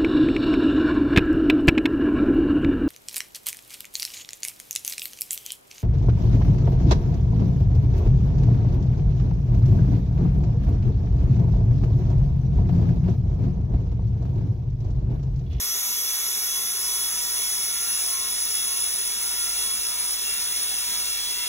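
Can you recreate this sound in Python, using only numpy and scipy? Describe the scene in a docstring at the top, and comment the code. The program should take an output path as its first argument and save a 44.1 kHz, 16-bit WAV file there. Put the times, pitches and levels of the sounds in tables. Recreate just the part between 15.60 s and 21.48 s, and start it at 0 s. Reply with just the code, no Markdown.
"""In a workshop, compressed air streams through the valve into a large tire, close up and in stereo.
The jet hisses and whistles from the start; the whistle sinks throughout and narrows during the first three seconds.
The air ring, tire, metal wheel and valve ring along, with single rings swelling up. After a short hold the jet
weakens while a growl grows; late on, the air stream dips twice. A low machine hum and a faint rumble lie beneath.
The stream is noise shaped over time and pitch, the body a set of resonances, the rings and hum are sines."""
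import sys
import numpy as np
from scipy import signal
from scipy.fft import rfft, irfft, next_fast_len
from scipy.io import wavfile
from scipy.ndimage import uniform_filter1d, map_coordinates

SR = 44100
rng = np.random.default_rng(int(sys.argv[2]) if len(sys.argv) > 2 else 0)


def persist_wave(psi):
    """Save psi, clipped to +-1, as 16-bit WAV."""
    counts = np.round(np.clip(psi, -1, 1) * 32767).astype(np.int16)
    wavfile.write(sys.argv[1], SR, np.atleast_2d(counts).T)


N = 259308


def amp(db):
    """Amplitude factor of a level in dB."""
    return 10 ** (np.asarray(db) / 20)


def unit(x):
    """x scaled to an rms of 1."""
    return x / np.sqrt(np.mean(x ** 2) + 1e-20)


def along(points, hz):
    """Values at hz, read between (Hz, value) points on a log axis."""
    f, v = np.transpose(points)
    return np.interp(np.log(hz + 1), np.log(f + 1), v)


def wobble(rate, t):
    """A smooth random curve over t, with rate knots per unit of t."""
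    knots = rng.standard_normal(int(t[-1] * rate) + 4)
    return map_coordinates(knots, [t * rate])


def filtered(x, response):
    """x times a response of frequency, padded so that ringing does not wrap round."""
    m = next_fast_len(N + SR // 2)
    spectrum = rfft(x, m) * response(np.fft.rfftfreq(m, 1 / SR))
    return irfft(spectrum, m)[..., :N]


def peak(hz, centre_hz, width_hz):
    """Power response of one resonance, 1 at its centre."""
    return 1 / (1 + (2 * (hz - centre_hz) / np.abs(width_hz)) ** 2)


def stream(patchy_db, flutter_db):
    """Two unrelated draws of turbulent air: broad jet, sinking whistle, its undertone and a lower growl."""
    # the jet's spectrum between resonances: pitch_hz, relative level_db per Hz
    jet_spectrum = [(28, -60), (45, -29), (850, -20), (1400, -20.5), (1550, -22), (1900, -14), (2250, -16),
                    (2420, -19.5), (2550, -18), (2750, -13.5), (3000, -11.5), (3250, -9.5), (3500, -5.5),
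                    (4200, -8), (5200, -1.5), (6100, 0.5), (7300, -4.5), (9200, -2.5), (13500, -8),
                    (15700, -5)]
    # the sinking whistle before the tire colors it: time_s, pitch_hz, level_db (rms)
    whistle_path = [(0, 11300, -33), (0.8, 11050, -32), (1.3, 10680, -31), (2.3, 10480, -30.5),
                    (2.7, 10220, -30.5), (3.5, 10070, -30.5), (4, 9900, -31), (5, 9750, -31.5),
                    (5.5, 9650, -32.5), (5.88, 9550, -35)]
    # brief dips of the whole air stream: middle_s, length_s, depth_db
    stream_dips = [(4.587, 0.05, 1), (4.902, 0.068, 1)]
    hz, t, z = signal.stft(rng.standard_normal((2, N)), SR, nperseg=512)
    hz = hz[:, None]

    # the jet holds at first, then weakens evenly as the tire fills
    hold_s, fall_db_per_s, tilt_db_per_octave = 1.7, 0.37, -0.32
    jet_db = -29 - fall_db_per_s * np.maximum(t - hold_s, 0)
    tilt_db = tilt_db_per_octave * np.log2((hz + 50) / 5000)
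    jet = unit(amp(along(jet_spectrum, hz))) * amp(jet_db + tilt_db + 0.55 * wobble(5.3, t))

    # the whistle narrows evenly, then keeps its width; it flutters on its own
    s, path_hz, path_db = np.transpose(whistle_path)
    whistle_hz = np.interp(t, s, path_hz)
    whistle_db = np.interp(t, s, path_db)
    wide_hz, narrow_hz, narrowing_from_s, narrowing_to_s = 1660, 520, 0.53, 3
    width_hz = np.interp(t, [narrowing_from_s, narrowing_to_s], [wide_hz, narrow_hz])
    # steep flanks: the resonance acts twice, its power response used as amplitude
    band = peak(hz, whistle_hz * (1 + 0.002 * wobble(10, t)), width_hz)
    flutter = flutter_db * (wobble(5.9, t) + 0.78 * wobble(29.97, t))
    whistle = band / np.sqrt(np.mean(band ** 2, axis=0)) * amp(whistle_db + flutter)

    # a broad low band grows as the pressure in the tire rises
    growl_start_db, growl_rise_db_per_s = -55, 2.5
    growl = unit(peak(hz, 3970, 1850)) * amp(growl_start_db + growl_rise_db_per_s * t)

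    # a broad undertone follows the whistle about an octave below
    under = peak(hz, 0.543 * whistle_hz, 1200)
    under = under / np.sqrt(np.mean(under ** 2, axis=0)) * amp(jet_db - 12.0)

    # random patches over pitch and time, the same in both draws
    field = uniform_filter1d(rng.standard_normal(z.shape[1:]), size=5, axis=0)
    field = uniform_filter1d(field, size=6, axis=1)
    dip_db = sum(db * np.exp(-(2 * (t - middle_s) / length_s) ** 2) for middle_s, length_s, db in stream_dips)
    power = jet ** 2 + whistle ** 2 + growl ** 2 + under ** 2
    gain = np.sqrt(power) * amp(patchy_db * unit(field) - dip_db)
    return signal.istft(z * gain, SR, nperseg=512)[1][:, :N]


def body(jet, ripple_db):
    """Tire, wheel and valve lift the stream at their resonances; many weak modes add a fine ripple."""
    # all four tables, pitch_hz, width_hz, level_db over the jet:
    # the ring of air inside the tire
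    air_ring = [(206, 11, 16.5), (240, 24, 4), (300, 50, 2), (385, 20, 10), (415, 22, 15), (460, 20, 6),
                (617, 16, 8), (666, 13, 12), (1152, 8, 6), (1403, 10, 16), (1740, 20, 7), (1852, 16, 7),
                (1645, 18, 8), (1719, 8, 12), (1880, 14, 5), (2085, 10, 5), (2205, 40, 8), (2638, 24, 8),
                (3918, 30, 5)]
    # the tire
    tire = [(702, 15, 13), (727, 16, 8), (786, 13, 14), (838, 10, 4), (910, 7, 14), (968, 10, 9),
            (992, 8, 18), (1052, 16, 8), (1190, 10, 16), (1209, 9, 14), (1252, 8, 13), (1237, 6, 18),
            (1297, 6, 11), (1325, 10, 18), (1341, 9, 17), (1492, 13, 16), (1606, 7, 17), (1832, 7, 14),
            (1904, 8, 13), (1923, 7, 7), (1988, 8, 4), (2165, 7, 18), (2180, 24, 8), (2285, 30, 6),
            (2308, 11, 18), (2232, 10, 7), (2335, 16, 7), (2365, 18, 5), (2685, 20, 6), (2600, 30, 5),
            (2745, 40, 8), (2800, 30, 5), (2842, 16, 9), (2902, 14, 6), (3100, 14, 3), (3335, 30, 8),
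            (3385, 30, 6), (3725, 20, 5), (3784, 20, 6), (3660, 14, 4), (4097, 16, 4), (4212, 24, 4),
            (4317, 16, 3)]
    # the metal wheel
    wheel = [(4422, 12, 4), (4462, 20, 6), (4495, 20, 8), (5340, 12, 4), (6160, 14, 5), (4544, 14, 5),
             (4625, 18, 5), (4698, 14, 5), (4864, 14, 6), (5149, 16, 9), (5238, 14, 5), (5281, 14, 5),
             (5359, 12, 9), (5476, 24, 6), (6046, 30, 4), (6193, 28, 6), (6278, 20, 4), (6965, 30, 5),
             (7184, 20, 5), (7469, 40, 4), (7953, 16, 5), (9150, 14, 4), (9310, 14, 4), (9385, 16, 4),
             (9460, 14, 4), (9530, 20, 4), (9601, 20, 4), (9676, 18, 4), (9780, 16, 4), (9834, 16, 5),
             (9986, 16, 5), (10082, 12, 4), (10112, 12, 4), (10159, 16, 4), (10352, 16, 6), (10558, 16, 7),
             (9880, 14, 4), (9930, 14, 4), (10200, 14, 4), (10305, 14, 4), (10680, 20, 4), (10812, 14, 7),
             (11008, 30, 4), (11300, 20, 5), (11436, 12, 3), (11550, 14, 5)]
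    # the valve
    valve = [(11870, 110, 9), (11852, 20, 10), (15300, 170, 8), (14783, 30, 4)]
    # resonances that grow or fade as the tire fills: pitch_hz, width_hz, start_level_db, end_level_db over the jet
    changing = [(1696, 8, 9, 15), (1766, 7, 7, 12), (1812, 8, 4, 10), (1960, 10, 1, 12), (2039, 8, 12, 18),
                (2466, 22, 8, 12), (2706, 10, 5, 15), (3160, 18, 2, 7), (3430, 7, 20, 9), (3539, 30, 1, 6),
                (4059, 18, 4, 9), (4172, 12, 4, 10), (5806, 14, 13, 1), (5964, 16, 10, -6),
                (6358, 14, 7, -6), (6678, 20, 9, -4)]
    # each resonance acts twice, so the valleys stay dark; the widths are those of the doubled peak
    wider = 1 / np.sqrt(np.sqrt(2) - 1)
    stages = np.linspace(0, 1, num=4)  # from start to end

    def lift(hz, modes):
        """Power that the modes add to the stream."""
        return sum(amp(2 * db) * peak(hz, c, w * wider) ** 2 for c, w, db in modes)

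    def response(hz):
        """Amplitude response of the body at every stage."""
        steady = 1 + lift(hz, air_ring + tire + wheel + valve)
        moving = [lift(hz, [(c, w, a + (b - a) * u) for c, w, a, b in changing]) for u in stages]
        # a knot every 15 Hz, full depth from 4 kHz up
        ripple = amp(ripple_db * wobble(1 / 15, hz) * np.clip(hz / 4000, 0, 1))
        return (np.sqrt(steady + np.array(moving)) * ripple)[:, None]

    # cross-fade from stage to stage while the tire fills
    progress = np.linspace(0, 1, N)
    share = np.clip(1 - np.abs(progress - stages[:, None]) / stages[1], 0, 1)
    return np.sum(filtered(jet, response) * share[:, None], axis=0)


def rings(steady, waver, flutter_db):
    """Lightly damped rings kept going by the stream: a steady share of power, the rest beating like narrow noise."""
    # the strongest rings: ring, usual start_level_db (rms), rise_db_per_s, beating in random knots_per_s
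    strongest = [("1st", -57.5, 0.1, 6), ("2nd", -58, -0.8, 9), ("3rd", -57, -0.1, 9),
                 ("4th", -54.5, 1.6, 14), ("5th", -45.5, 0, 13)]
    # pitch of each ring: ring to pitch_hz
    ring_pitch = {"1st": 966, "2nd": 1076, "3rd": 1385, "4th": 2737, "5th": 3364}
    # the clearest swells of single rings: ring, middle_s, length_s, added level_db (rms at the top)
    ring_swells = [("5th", 0.93, 0.16, -40), ("2nd", 0.98, 0.14, -53), ("2nd", 1.25, 0.25, -53),
                   ("5th", 1.38, 0.25, -41), ("1st", 1.5, .4, -53), ("4th", 1.75, 0.18, -48),
                   ("2nd", 1.75, 0.2, -54), ("2nd", 3.13, 0.12, -53), ("5th", 1.85, 0.2, -42),
                   ("3rd", 2.2, .2, -52), ("4th", 2.35, 0.2, -44), ("2nd", 2.6, 0.22, -47),
                   ("4th", 3.1, 0.4, -47), ("3rd", 3.8, 0.45, -50), ("5th", 4.05, 0.3, -41),
                   ("4th", 4.05, 0.3, -44), ("2nd", 4.1, 0.12, -51), ("4th", 4.72, 0.17, -36.5),
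                   ("5th", 5.35, 0.25, -41), ("5th", 5.72, 0.4, -39), ("4th", 5.8, 0.2, -39.5)]
    slow_wander = 0.0004  # share of the pitch, as is waver
    t = np.arange(N) / SR
    out = np.zeros(N)
    for ring, db, rise, beats in strongest:
        usual = amp(db + rise * t)
        beating = unit(np.array([wobble(beats, t), wobble(beats, t)]))
        beating = np.sqrt(1 - steady) * usual * beating
        swell = sum(amp(top_db) * np.exp(-(2 * (t - middle_s) / length_s) ** 4)
                    for which, middle_s, length_s, top_db in ring_swells if which == ring)
        hz = ring_pitch[ring] * (1 + slow_wander * wobble(2.5, t) + waver * wobble(18, t))
        phase = 2 * np.pi * np.cumsum(hz) / SR
        held = np.sqrt(2 * (steady * usual ** 2 + swell ** 2)) * amp(flutter_db * wobble(25.1, t))
        out += (held + beating[0]) * np.sin(phase) + beating[1] * np.cos(phase)
    return out


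def stereo(pair):
    """Stereo width, phase and balance by pitch: one draw goes to both sides alike, the other with opposite signs."""
    # stereo phase by pitch, left ahead of right, rising in steps: pitch_hz, phase in half turns
    stereo_phase = [(0, 0), (900, -.1), (1600, 0), (2100, .15), (2500, .05), (2740, .55), (3400, .45),
                    (4200, .76), (4320, .86), (4450, .985), (4680, 1), (4950, 1.015), (5150, 1.16),
                    (6250, 1.86), (6400, 1.99), (6950, 2.01), (7300, 2.15), (8250, 2.85), (8650, 2.99),
                    (9020, 3.01), (9250, 3.15), (10750, 3.9), (10900, 3.99), (11200, 4.01), (11700, 4.25),
                    (12400, 4.8), (12600, 4.95), (12900, 5), (13650, 5), (13800, 5.3), (14500, 5.9),
                    (15000, 6), (17000, 6)]
    # stereo width by pitch, how alike left and right are: pitch_hz, from wide (0) to narrow (1)
    stereo_width = [(50, .6), (150, .9), (330, .99), (700, .5), (1000, .78), (1600, .8), (1900, .72),
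                    (2250, .8), (2600, .5), (3050, .58), (3350, .93), (3850, .76), (4400, 1), (4950, 1),
                    (5700, .87), (6350, 1), (6950, 1), (7650, .74), (8600, 1), (9150, 1), (10400, .92),
                    (10900, 1), (11250, 1), (12100, .76), (12800, 1), (13650, 1), (13800, .8), (14300, .76),
                    (15000, 1)]
    # level of left over right by pitch: pitch_hz, level_db
    balance = [(100, -.2), (600, -1), (1400, -2), (2500, -.6), (3300, 0)]
    phase_hz, half_turns = np.transpose(stereo_phase)

    def width(hz):
        """Amplitudes of the draw for the middle and the draw for the sides."""
        turn = np.arccos(np.clip(along(stereo_width, hz), 0, 1)) / 2
        return np.array([np.cos(turn), np.sin(turn)])

    def offsets(hz):
        """Half of the phase and balance goes to the left, the opposite half to the right."""
        half = np.exp(.5j * np.pi * np.interp(hz, phase_hz, half_turns)) * amp(along(balance, hz) / 2)
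        return np.array([half, 1 / half])

    middle, side = filtered(pair, width)
    return filtered(np.array([middle + side, middle - side]), offsets)


def hum():
    """A distant motor: low sines sharing one pitch drift, each slightly unsteady in strength."""
    # tones of the motor: pitch_hz, level_db (rms), both before the unsteadiness
    motor_tones = [(47, -81), (56.5, -58.5), (114, -77)]
    t = np.arange(N) / SR
    drifting_s = np.cumsum(1 + 0.0038 * wobble(4.0, t)) / SR
    out = np.zeros(N)
    for hz, db in motor_tones:
        level = amp(db + 1.1 * wobble(4.02, t) + 0.76 * wobble(11, t))
        out += level * np.sqrt(2) * np.sin(2 * np.pi * hz * drifting_s)
    return out


def rumble():
    """A faint broad rumble of the workshop: noise through one wide low resonance."""
    # the rumble: centre_hz, width_hz, level_db (rms)
    room_rumble = (81, 81, -64.5)
    centre_hz, width_hz, db = room_rumble
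    noise = rng.standard_normal(N)
    return amp(db) * unit(filtered(noise, lambda hz: peak(hz, centre_hz, width_hz)))


def scene():
    """The air stream through tire and wheel in stereo, over the workshop's hum and rumble."""
    jet = stream(patchy_db=.9, flutter_db=.45)
    air = body(jet, ripple_db=1.7)
    air[0] += rings(steady=.65, waver=.0012, flutter_db=1.5)  # into the middle
    return stereo(air) + hum() + rumble()


def record(dry):
    """The recorder keeps nothing above its band limit."""
    top_hz = 15760
    return filtered(dry, lambda hz: hz < top_hz)


dry = scene()
out = record(dry)
persist_wave(out)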